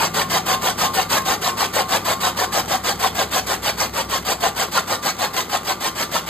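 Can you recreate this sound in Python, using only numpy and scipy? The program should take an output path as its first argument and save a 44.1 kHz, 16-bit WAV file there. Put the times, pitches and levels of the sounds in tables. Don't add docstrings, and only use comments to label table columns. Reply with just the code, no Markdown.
import sys
import numpy as np
from scipy import signal
from scipy.fft import rfft, irfft
from scipy.io import wavfile
from scipy.ndimage import uniform_filter1d

SR = 44100
rng = np.random.default_rng(int(sys.argv[2]) if len(sys.argv) > 2 else 0)


def to_wav(s):
    ch = np.atleast_2d(s).T
    pcm = np.round(np.clip(ch, -1, 1) * 32767)
    wavfile.write(sys.argv[1], SR, pcm.astype(np.int16))


N = 277389
TIME = np.arange(N) / SR

# t/s, relative level/dB
BUNDLE_FULLNESS = [(0, -2), (1.1, -0.5), (1.5, -2.5), (3.2, -4.0), (4.3, -5.5), (5.0, -6.0), (6.3, -7.5)]
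HOLD_S_PER_DB = .0014


def crackle(full_db=-17.0, db_per_bundle_db=0.31, exit_db=-21.5):
    cuts = cut_times()
    bundle_db = at(BUNDLE_FULLNESS, cuts)
    force = strokes(cuts, full_db + db_per_bundle_db * bundle_db,
                    start_s=-.016, attack_s=.035, hold_s=.037, release_s=.033)
    exits = cuts + HOLD_S_PER_DB * bundle_db / 2
    tear = strokes(exits, exit_db + bundle_db / 2,
                   start_s=.027, attack_s=.016, hold_s=.0049, release_s=.024)
    return np.hypot(force, tear) * fibres(spread_db=2.5, clumps_db=1.04)


def thud(level_db=-17.4, jolt_db=1.42, stalk_hz=790, spread_octaves=.2):
    # t/s, relative level/dB
    hard_stalk = [(0, -.5), (.85, -.5), (1.15, -2), (1.95, .5), (2.73, 0), (3.5, -3), (4.3, -4),
                  (4.45, -.7), (5.08, -2.5), (5.4, -4), (6.3, -5)]
    # f/Hz, relative density/dB per Hz
    thud_spectrum = [(60, -17.5), (200, -22), (380, -19.5), (500, -3.5), (650, -6.5), (760, -1.5),
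                     (940, -5.5), (1150, -9), (1500, -15), (2400, -23.5), (6000, -41.5)]
    # f/Hz, width/Hz, relative level/dB
    housing_modes = [(555, 125, -7), (696, 15, -4.5), (753, 29, 6), (867, 44, -6.5), (1018, 56, 5),
                     (1406, 14, 4.5), (1580, 81, -7), (1790, 96, -5)]
    cuts = cut_times()
    force = strokes(cuts, level_db + at(hard_stalk, cuts),
                    start_s=-.0057, attack_s=.041, hold_s=.013, release_s=.035)
    force = force * amp(jolt_db * drift(rate_hz=40))
    blows = clicks(per_s=2500, spread_db=2)
    local_power = abs(uniform_filter1d(blows ** 2, size=450))
    blows = force * blows / np.sqrt(local_power + 1e-2)

    housing = sum(amp(db) * resonate(blows, hz, width_hz) for hz, width_hz, db in housing_modes)
    pitches_hz = stalk_hz * 2 ** (spread_octaves * rng.standard_normal((len(cuts), 2)))
    pitch_times = cuts[:, None] + [-.004, .008]
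    pitch_hz = np.interp(TIME, pitch_times.ravel(), pitches_hz.ravel())
    stalks = resonate(blows, pitch_hz, width_hz=150)
    stalks = resonate(stalks, pitch_hz, width_hz=150)
    return amp(-4.5) * colour(blows, thud_spectrum) + amp(10) * housing + amp(14) * stalks


def leaves(full_db=-19.0, lead_s=.0019):
    cuts = cut_times()
    touches = cuts - lead_s * (-1) ** np.arange(len(cuts))
    force = strokes(touches, full_db + at(BUNDLE_FULLNESS, cuts),
                    start_s=-.049, attack_s=.0135, hold_s=.021, release_s=.022)
    return force * fibres(spread_db=1.5, clumps_db=0.5)


def snaps():
    # t/s, relative level/dB
    snap_events = [(1.219, -27), (2.659, -29), (2.957, -28), (3.563, -35), (4.182, -28), (4.969, -32),
                   (5.884, -29)]
    burst = sum(stroke(s, db + 2.5, attack_s=.0005, hold_s=.0005, release_s=.005)
                for s, db in snap_events)
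    patter = clicks(per_s=90, spread_db=4)
    return burst * rng.standard_normal(N) + amp(-44.5) * patter


def steel_ring(cutting):
    # f/Hz, t60/s, relative level/dB
    steel_modes = [(1068, 0.23, -8), (1181, 0.39, -6), (2000, .2, -16), (2520, 0.22, -41),
                   (2775, 0.13, -18), (3210, 0.04, -16), (4680, 0.025, -9.5), (5940, .06, -19)]
    # t/s, relative level/dB
    ring_level = [(0, -30.5), (1.3, -38.5), (2.5, -35), (3.2, -40), (4.5, -34), (6.3, -41)]
    ring = 0
    for hz, t60_s, db in steel_modes:
        width_hz = np.log(1000) / np.pi / t60_s
        ring = ring + amp(db) * unit(resonate(cutting, hz, width_hz))
    return amp(at(ring_level)) * unit(ring)


def blade_graze(gain_db=6.5):
    # t/s, relative level/dB
    graze_level = [(0, -31.5), (.85, -30), (1.8, -31.5), (2.45, -33), (2.75, -45), (6.3, -41)]
    turns = cut_times()[1::2]
    singing = strokes(turns, gain_db + at(graze_level, turns),
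                      start_s=.023, attack_s=.04, hold_s=.035, release_s=.078)
    return singing * tone(hz=1072, waver_hz=5.02)


def gear_rattle(full_db=-33.8, db_per_bundle_db=0.4):
    # f/Hz, relative density/dB per Hz
    gear_spectrum = [(20, -29), (42, -20), (80, -9.5), (130, -3), (180, 2.5), (290, -1), (400, 0.5),
                     (600, -5.5), (1450, -5.5), (1750, -22.5), (2050, -7), (2400, -21), (5000, -20),
                     (15000, -27.5)]
    teeth = clicks(per_s=1800, spread_db=2.0) * amp(2 * drift(rate_hz=125))
    level_db = full_db + db_per_bundle_db * at(BUNDLE_FULLNESS)
    return amp(level_db) * unit(colour(teeth, gear_spectrum))


def gear_whine():
    # t/s, level/dB
    whine_level = [(0, -46), (1.3, -39.5), (2.4, -39), (3.5, -54), (4.4, -47), (6.3, -44)]
    mesh = amp(3 * drift(rate_hz=35)) * tone(hz=1178, waver_hz=8)
    return amp(at(whine_level)) * mesh


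def motor_hum():
    # f/Hz, relative level/dB, rms waver/Hz
    hum_partials = [(99.8, -44, 0.35), (191, -45, 1.4), (217.6, -50, 0.85), (245.8, -47.5, 2.36),
                    (352.3, -49.5, 1.62)]
    # t/s, relative level/dB
    hum_fade = [(0, 1.5), (1.2, 0.5), (2.6, 0), (3.6, -1), (4.7, -3.5), (6.3, -5.5)]
    hum = sum(amp(db + 1.6 * drift(rate_hz=16)) * tone(hz, waver_hz)
              for hz, db, waver_hz in hum_partials)
    return amp(at(hum_fade)) * hum


def belt_moan():
    # t/s, relative level/dB
    belt_level = [(0, -34.5), (.2, -32.5), (.5, -36.5), (1.7, -43.5), (4, -45.5), (5.8, -50), (6.25, -39)]
    return amp(at(belt_level) - 4) * tone(hz=164.3, waver_hz=3.34)


def frame_drone(throb_db=4.5, throb_lead_s=0.075):
    # t/s, relative level/dB
    drone_level = [(0, -45.5), (2.15, -48), (2.4, -43.5), (4.1, -39.5), (5.1, -50), (6.3, -46.5)]
    cuts = cut_times()
    passes = np.interp(TIME + throb_lead_s, cuts, np.arange(len(cuts)))
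    throb = amp(throb_db * np.cos(2 * np.pi * passes))
    return amp(at(drone_level) - 3.0) * unit(throb * tone(hz=63.5, waver_hz=3.4))


def yard(x, direct_db=-3.0, walls_db=-9, tail_db=-13, t60_s=0.28, count=4):
    t = TIME[:SR // 3]
    out = amp(direct_db) * x
    shares = np.array([drift(rate_hz=11.1) for _ in range(count)])
    for share in shares / np.linalg.norm(shares, axis=0):
        sign, chance = rng.choice([-1, 1], len(t)), rng.random(len(t))
        early = sign * (chance < 1200 / SR) * (t > .002) * amp(-60 * t / 0.03)
        late = sign * (chance > 1 - 4000 / SR) * (t > .014) * amp(-60 * t / t60_s)
        echo = amp(walls_db) * early / np.linalg.norm(early)
        echo = echo + amp(tail_db) * late / np.linalg.norm(late)
        out = out + signal.oaconvolve(x * share, echo)[:N]
    return out


def ports(x, direct_share=0.56, size=256):
    # f/Hz, left lead/rad
    port_phase = [(90, 0), (330, -.45), (600, -1), (1200, -.7), (1600, 0), (2650, 1.9), (3050, .9),
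                  (4600, 1), (5500, 3.14), (7400, 6.25), (9900, 9.4), (10950, 10.2), (12300, 12.55),
                  (15000, 15.7)]
    # f/Hz, left minus right/dB
    port_balance = [(80, 0), (450, 3), (850, 3.6), (1600, .3), (2700, -2.2), (3900, -2.4), (5000, 1.4),
                    (5500, 0)]
    frames = signal.stft(x, nperseg=size)[2]
    random_phase = np.exp(2j * np.pi * rng.random(frames.shape))
    scatter = signal.istft(frames * random_phase, nperseg=size)[1][:N]
    scatter = np.std(x) * unit(scatter)
    blurred = direct_share * x + np.sqrt(1 - direct_share ** 2) * scatter

    hz = np.fft.rfftfreq(N, 1 / SR)
    half_phase = read(port_phase, hz) / 2
    mid = np.cos(half_phase) * rfft(x)
    side = 1j * np.sin(half_phase) * rfft(blurred)
    lean = amp(read(port_balance, hz) / 2)
    return irfft(np.array([(mid + side) * lean, (mid - side) / lean]), N)


def cut_times(count=41, first_s=.0355, first_gap_s=.15995, gap_shrink_s=.000145):
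    k = np.arange(count)
    return first_s + k * first_gap_s - gap_shrink_s * k * (k - 1) / 2


def strokes(times, levels_db, start_s, attack_s, hold_s, release_s, uneven_db=0.84, uneven_s=.0016):
    holds_s = np.maximum(hold_s + HOLD_S_PER_DB * at(BUNDLE_FULLNESS, times), 0)
    chance = rng.standard_normal((len(times), 3))
    out = np.zeros(N)
    for s, db, held_s, (hard, shift, longer) in zip(times, levels_db, holds_s, chance):
        out += stroke(s + start_s + uneven_s * shift, db + uneven_db * hard,
                      attack_s, held_s + uneven_s * longer, release_s)
    return out


def stroke(s, db, attack_s, hold_s, release_s, flank_db=19.5, flank_bend=1.49, sag_db_per_s=37):
    out = np.zeros(N)
    near = slice(max(round((s - .15) * SR), 0), round((s + .2) * SR))
    after_s = TIME[near] - s
    away = np.maximum(-after_s / attack_s, 0) + np.maximum((after_s - hold_s) / release_s, 0)
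    sag_db = sag_db_per_s * np.clip(after_s, 0, max(hold_s, 0))
    out[near] = amp(db - sag_db - flank_db * away ** flank_bend)
    return out


def fibres(spread_db, clumps_db):
    return unit(clicks(per_s=7000, spread_db=spread_db) * amp(clumps_db * drift(rate_hz=180)))


def mottle(x, depth_db=4, size=512):
    overlap = size * 3 // 4
    z = signal.stft(x, nperseg=size, noverlap=overlap)[2]
    patches = uniform_filter1d(rng.standard_normal(z.shape), size=5, axis=1)
    patches = unit(uniform_filter1d(patches, size=2, axis=0))
    out = signal.istft(z * amp(depth_db * patches), nperseg=size, noverlap=overlap)[1][:N]
    return unit(out) * np.std(x)


def clicks(per_s, spread_db):
    size = amp(spread_db * np.minimum(rng.exponential(1, N), np.pi))
    return unit(size * rng.choice([-1, 1], N) * (rng.random(N) < per_s / SR))


def tone(hz, waver_hz):
    return np.sqrt(2) * np.sin(2 * np.pi * np.cumsum(hz + waver_hz * drift(rate_hz=6.83)) / SR)


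def resonate(x, hz, width_hz):
    turn = np.exp(2j * np.pi * np.cumsum(hz * np.ones(N)) / SR)
    r = np.exp(-np.pi * width_hz / SR)
    return 2 * (turn * signal.lfilter([1 - r], [1, -r], x / turn + 1e-18)).real


def colour(x, points, size=4096):
    log_mag = np.log(amp(read(points, np.fft.rfftfreq(size, 1 / SR))))
    log_gain = np.conj(signal.hilbert(np.r_[log_mag, log_mag[-2:0:-1]]))
    taps = np.fft.ifft(np.exp(log_gain)).real[:size // 2]
    return signal.oaconvolve(x, taps / np.linalg.norm(taps))[:N]


def drift(rate_hz):
    hz = np.fft.rfftfreq(N, 1 / SR)
    return unit(irfft(rfft(rng.standard_normal(N)) * np.exp(-(hz / rate_hz) ** 2), N))


def read(points, hz):
    f, value = np.transpose(points)
    return np.interp(np.log(hz + 1), np.log(f), value)


def at(curve, s=TIME):
    return np.interp(s, *np.transpose(curve))


def amp(db):
    return 10 ** (np.asarray(db) / 20)


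def unit(x):
    return x / np.sqrt(np.mean(x ** 2) + 1e-20)


def scene():
    # f/Hz, relative density/dB per Hz
    leaf_spectrum = [(60, -45), (300, -2.5), (800, 4.5), (1700, 0.5), (3000, -2.5), (4700, -2),
                     (6000, -4.5), (8200, -3.5), (11500, -8), (15700, -3)]
    crunch_spectrum = [(25, -34), (200, -8.5), (600, 1.5), (1100, 2.5), (1900, -1), (2450, -1.5),
                       (3100, -1), (4700, -1.5), (6000, -4), (8200, -6.5), (10000, -9.5), (11500, -10),
                       (15700, -11.5)]
    rasp, crunch = leaves(), crackle()
    chop = amp(1) * colour(rasp + snaps(), leaf_spectrum)
    chop = chop + amp(0.5) * colour(mottle(crunch), crunch_spectrum) + thud()
    steel = steel_ring(rasp + crunch) + blade_graze()
    drive = gear_rattle() + gear_whine() + motor_hum() + belt_moan() + frame_drone()
    return ports(yard(chop) + amp(-3) * steel + drive)


def record(dry, low_cut_hz=42, edge_hz=15700):
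    low_cut = signal.butter(3, low_cut_hz, "highpass", fs=SR, output="sos")
    thinned = signal.sosfilt(low_cut, dry)
    band_limit = signal.firwin(801, edge_hz, window=("kaiser", 9), fs=SR)
    return signal.oaconvolve(thinned, band_limit[None], "same")


dry = scene()
out = record(dry)
to_wav(out)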